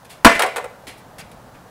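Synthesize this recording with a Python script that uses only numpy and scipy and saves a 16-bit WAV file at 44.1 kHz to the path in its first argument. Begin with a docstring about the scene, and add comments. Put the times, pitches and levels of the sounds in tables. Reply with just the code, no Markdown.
"""A skateboard on a concrete driveway takes one hard blow, close enough to overload the microphone.
The wooden deck cracks and thumps, metal rings, and the board jumps and clatters down again.
Shoes scuff on grit, faintly before the blow, then with two soft footfalls and a squeak after it.
A garage front and the houses around throw the sound back; the town hums in the distance."""
import sys
import numpy as np
from scipy import signal
from scipy.fft import rfft, irfft
from scipy.io import wavfile
from scipy.ndimage import uniform_filter1d

SR = 44100
rng = np.random.default_rng(int(sys.argv[2]) if len(sys.argv) > 2 else 0)


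def wav_out(sig):
    """Save sig, one row per channel (or a flat mono array), as 16-bit PCM at SR to the path in sys.argv[1]."""
    wavfile.write(sys.argv[1], SR, np.round(np.clip(np.atleast_2d(sig).T, -1, 1) * 32767).astype(np.int16))


N = 74970


def amp(db):
    """Decibels to gain."""
    return 10 ** (np.asarray(db) / 20)


def unit_rms(x):
    """Scales to rms 1."""
    return x / np.sqrt(np.mean(x ** 2) + 1e-20)


def lookup(points, hz, column=1):
    """Reads one column of a table along log frequency."""
    table = np.array(points, float)
    return np.interp(np.log(hz + 1), np.log(table[:, 0] + 1), table[:, column])


def add(mix, start_s, sound):
    """Mixes a sound in at start_s."""
    part = mix[max(round(start_s * SR), 0):][:len(sound)]
    part += sound[:len(part)]


def tilt(hz, db_per_octave):
    """Gain of a spectral slope around 1 kHz."""
    return amp(db_per_octave * np.log2(np.maximum(hz, 100) / 1000))


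def colour(noise, spectrum, db_per_octave=0):
    """Gives noise a spectrum, at rms 1."""
    hz = np.fft.rfftfreq(len(noise), 1 / SR)
    gain = amp(lookup(spectrum, hz)) * tilt(hz, db_per_octave)
    return unit_rms(irfft(rfft(noise) * gain, len(noise)))


def decay(t, t60_s):
    """Falls 60 dB in t60_s."""
    return np.exp(-np.log(1000) * t / np.maximum(t60_s, 1e-3))


def ring(modes, t, db_per_octave=0):
    """Dying sines; neighbouring modes swing in opposite directions."""
    return sum((-1) ** k * amp(db) * tilt(hz, db_per_octave) * decay(t, t60_s) * np.sin(2 * np.pi * hz * t)
               for k, (hz, db, t60_s) in enumerate(modes))


# Distant town hum and microphone hiss: frequency_hz, relative_db
BACKGROUND_SPECTRUM = [(15, -43), (25, -10), (49, -6), (96, -4.5), (119, 0), (198, -5.5), (260, -4.5),
                       (289, -9.5), (322, -10.5), (389, -10.5), (495, -6.5), (782, -5), (1800, -15.5),
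                       (2120, -23), (15500, -33.5)]
# Swell of the hum: time_s, gain_db
HUM_SWELL = [(0, -48.5), (.8, -46), (1.3, -41.5), (1.7, -45.5)]

def town_and_hiss(split_hz=500, hiss_gain_db=-45):
    """The far-off town hums and swells slightly, under the microphone's steady hiss."""
    time_s, gain_db = np.transpose(HUM_SWELL)
    swell = amp(np.interp(np.arange(N) / SR, time_s, gain_db))
    noise = colour(rng.standard_normal(N), BACKGROUND_SPECTRUM)
    hz = np.fft.rfftfreq(N, 1 / SR)
    hum = irfft(rfft(noise) / (1 + (hz / split_hz) ** 2), N)
    return swell * hum + amp(hiss_gain_db) * (noise - hum)


# Scuffs on the driveway: start_s, rise_s, hold_s, release_t60_s, level_db, brightness_db_per_octave
SHOE_SCUFFS = [(0.046, 0.0027, 0.0078, 0.0406, -48.5, 2.5), (0.091, 0.013, 0.011, 0.19, -42.5, 1.5),
               (0.186, .03, .02, .05, -67, -5), (0.346, 0.0076, 0.0092, 0.049, -27, -2.5),
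               (0.868, 0.0026, 0.01, 0.2, -36, -1), (.97, 0.01035, .008, 0.108, -51.5, 3.5),
               (1.182, 0.0025, 0.023, 0.052, -38.5, 0), (1.314, 0.0018, .002, 0.05, -45.5, 2),
               (1.539, 0.0065, .01, .1, -47.5, -4.5)]
# A sole rubbing on concrete: frequency_hz, relative_db
SOLE_SPECTRUM = [(100, -9.5), (260, -5.5), (450, -5.5), (1200, -5.5), (2200, 1), (3400, -1.5), (6000, -10),
                 (10000, -7), (16000, -20.5)]

def shoe_scuffs(snaps_per_s=1400, spread_db=2, grit_share=0.21):
    """Soles slide over grit: tiny snaps in a rubbing hiss."""
    out, t = np.zeros(N), np.arange(SR // 2) / SR
    for start_s, rise_s, hold_s, release_s, level_db, brightness in SHOE_SCUFFS:
        hiss, snaps = rng.standard_normal((2, len(t)))
        sizes = amp(spread_db * np.minimum(rng.exponential(1, len(t)), 4))
        grit = unit_rms(snaps * sizes * (rng.random(len(t)) < snaps_per_s / SR))
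        friction = np.sqrt(grit_share) * grit + np.sqrt(1 - grit_share) * hiss
        stroke = np.minimum(t / rise_s, 1) * decay(np.maximum(t - rise_s - hold_s, 0), release_s)
        add(out, start_s, amp(level_db) * stroke * colour(friction, SOLE_SPECTRUM, brightness))
    return out


# What the garage door throws back: frequency_hz, relative_db
DOOR_SPECTRUM = [(60, -15), (230, -1.5), (500, 2.5), (900, -1.5), (1500, -3), (3000, -5), (8000, -12),
                 (16000, -25)]

def garage_door(delay_s=0.0098, length_s=0.0147, gain_db=-4.5):
    """Impulse response of the nearby panelled door: a strong, dull cluster of echoes."""
    size = 4096
    t, hz = np.arange(size) / SR, np.fft.rfftfreq(size, 1 / SR)
    window = np.sin(np.pi * np.clip((t - delay_s) / length_s, 0, 1)) ** .5
    cluster = rng.standard_normal(size) * window
    cluster /= np.linalg.norm(cluster)
    return irfft(rfft(cluster) * amp(gain_db + lookup(DOOR_SPECTRUM, hz)), size)


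# Crisp echoes off the side wall and eaves: delay_s, gain_db
WALL_ECHOES = [(.0055, -13), (0.0125, -9.5), (.046, -18.5), (.068, -23.5)]
# Reverberation between the houses: frequency_hz, gain_db, t60_s
YARD_REVERB = [(100, -29, 0.19), (260, -12.5, .35), (395, -4, 0.59), (600, -9.5, 1), (1200, -22, 0.81),
               (2200, -2.5, 0.44), (3230, -9, 0.51), (5000, -7, 0.42), (10000, -17.5, 0.55),
               (16000, -13, .3)]

def yard_echoes(sound, build_s=0.018):
    """The walls and the garage door answer first; a diffuse tail dies band by band."""
    hz, t, noise_bands = signal.stft(rng.standard_normal(SR), SR, nperseg=256)
    t60_s = lookup(YARD_REVERB, hz, column=2)[:, None]
    equal_energy = np.sqrt(2 * np.log(1000) / (t60_s * SR))  # a longer tail starts softer
    gain = amp(lookup(YARD_REVERB, hz))[:, None] * equal_energy
    tail = signal.istft(noise_bands * gain * decay(t, t60_s), SR, nperseg=256)[1][:SR]
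    response = tail * np.minimum(np.arange(SR) / SR / build_s, 1)
    add(response, 0, garage_door())
    for delay_s, gain_db in WALL_ECHOES:
        add(response, delay_s, amp(gain_db) * np.array([1, 2, 1]) / 4)  # softens the top treble
    return signal.fftconvolve(sound, response)[:N]


# The big blow, then the clatter: start_s, wood_db, click_db, metal_db, hardness_db_per_octave
BOARD_BLOWS = [(.2474, 13.5, 0, -13, 3.5), (.2535, 2.5, -1.5, -14.5, -1), (0.3939, -10, -12.5, -49, 0.5),
               (.4035, -7.5, -26, -50, 0.5), (.4212, -11.5, -11, -54, 7), (.4345, -5, -25.5, -64, -6),
               (.4625, -18, -26.5, -63, -13), (.5605, -17, -24, -45.5, -5.5), (.5667, -15.5, -22, -42, -9),
               (.5805, -13.5, -30, -56, -7), (.642, -20, -33, -63, -8.5)]
# Modes of the wooden deck: pitch_hz, relative_db, t60_s
DECK_MODES = [(410, -11, .08), (488, -14, .13), (565, -17, .22), (678, -13, .14), (750, -8, .14),
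              (1002, -12, .1), (1055, -10, .15), (1138, -10, .12), (1242, -13, .12), (1372, 2, .08),
              (1410, -6, .1), (1465, -6, .09), (1631, -11, .11), (1775, -13, .1)]
# Dense rattle of deck and trucks: frequency_hz, relative_db
RATTLE_SPECTRUM = [(60, -50), (200, -26), (380, -8), (600, 7), (950, 7.5), (1600, -2), (2500, -7),
                   (4000, -19), (8000, -29), (16000, -81)]
# Click of hard contact: frequency_hz, relative_db
CLICK_SPECTRUM = [(200, -56), (1500, 14), (3500, 0.5), (6000, -7.5), (8000, -1), (10500, -2.5),
                  (13000, -11), (16000, -16.5)]

def board_clatter(rattle_gain_db=-8, deck_gain_db=-14, low_cut_hz=269):
    """Each blow clicks at the contact, rattles the board and rings the wood."""
    out, t = np.zeros(N), np.arange(SR) / SR
    for start_s, wood_db, click_db, _, hardness in BOARD_BLOWS:
        rattle = colour(rng.standard_normal(SR), RATTLE_SPECTRUM, hardness) * decay(t, t60_s=0.061)
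        click = colour(rng.standard_normal(SR), CLICK_SPECTRUM) * decay(t, t60_s=0.053)
        wood = amp(rattle_gain_db) * rattle + amp(deck_gain_db) * ring(DECK_MODES, t, hardness)
        add(out, start_s, amp(wood_db) * wood + amp(click_db) * click)
    # The clatter carries little bass below about 270 Hz.
    return signal.sosfilt(signal.butter(2, low_cut_hz, "highpass", fs=SR, output="sos"), out)


# Modes of the ringing metal: pitch_hz, relative_db, t60_s
METAL_MODES = [(2037, 4, .58), (2052, -9, .4), (2270, -10, .2), (2525, -7, .2), (2987, -13, .2),
               (3226, -5, .22), (4285, -12, .25), (5520, -13, .25)]

def metal_ring():
    """The same blows set metal ringing, longer than the wood."""
    out, t = np.zeros(N), np.arange(SR) / SR
    for start_s, _, _, metal_db, _ in BOARD_BLOWS:
        add(out, start_s, amp(metal_db) * ring(METAL_MODES, t))
    return out


# Low bending modes of the deck, driven onto the concrete: pitch_hz, relative_db, t60_s
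BENDING_MODES = [(140, -14, .05), (226, 0, .05), (288, -3, .06), (355, -8, .05)]

def deck_thump(bend_gain_db=14, rise_s=0.0099, puff_db=-7, puff_width_s=.004):
    """The big blow bends the deck down and squeezes a puff of air from under it."""
    out, t = np.zeros(N), np.arange(SR) / SR
    bend = np.minimum(t / rise_s, 1) * ring(BENDING_MODES, t)
    add(out, start_s=.252, sound=amp(bend_gain_db) * bend)
    progress = t / puff_width_s
    puff = progress * (2 - progress) * np.exp(1 - progress)  # pressure, then suction
    add(out, start_s=.250, sound=amp(puff_db) * puff)
    return out


# Shoes taking weight on the driveway: start_s, pitch_hz, level_db
FOOT_THUDS = [(.876, 278, -34), (1.188, 166, -36.5)]

def footfalls(rise_s=.004, t60_s=.08):
    """A soft, low thud as each foot comes down."""
    out, t = np.zeros(N), np.arange(SR // 4) / SR
    for start_s, pitch_hz, level_db in FOOT_THUDS:
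        add(out, start_s, np.minimum(t / rise_s, 1) * ring([(pitch_hz, level_db, t60_s)], t))
    return out


def squeak(start_s=1.208, length_s=0.013, pitch_hz=4800, level_db=-39.5, jitter=.2):
    """A brief, unsteady stick-slip whistle."""
    out, t = np.zeros(N), np.arange(SR // 20) / SR
    wobble = uniform_filter1d(rng.standard_normal(len(t)), size=8)
    cycles = np.cumsum(pitch_hz * (1 + jitter * wobble)) / SR
    swell = np.sin(np.pi * np.minimum(t / length_s, 1))
    add(out, start_s, amp(level_db) * swell * np.sin(2 * np.pi * cycles))
    return out


def scene(metal_send_db=-12, thump_send_db=-12.5):
    """At one microphone: board and shoes close by, the yard around them, the town far off."""
    near = board_clatter() + shoe_scuffs()
    metal, thump = metal_ring(), deck_thump()
    echoes = yard_echoes(near + amp(metal_send_db) * metal + amp(thump_send_db) * thump)
    return (near + metal + thump + squeak() + footfalls() + echoes + town_and_hiss())[None]


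def record(dry, clip_level=.97, cutoff_hz=15800):
    """The microphone input clips on the big blow; a steep low-pass then cuts the highest treble."""
    clipped = np.clip(dry, -clip_level, clip_level)
    lowpass = signal.firwin(511, cutoff_hz, window=("kaiser", 9), fs=SR)
    return signal.oaconvolve(clipped, lowpass[None], "same")


dry = scene()
out = record(dry)
wav_out(out)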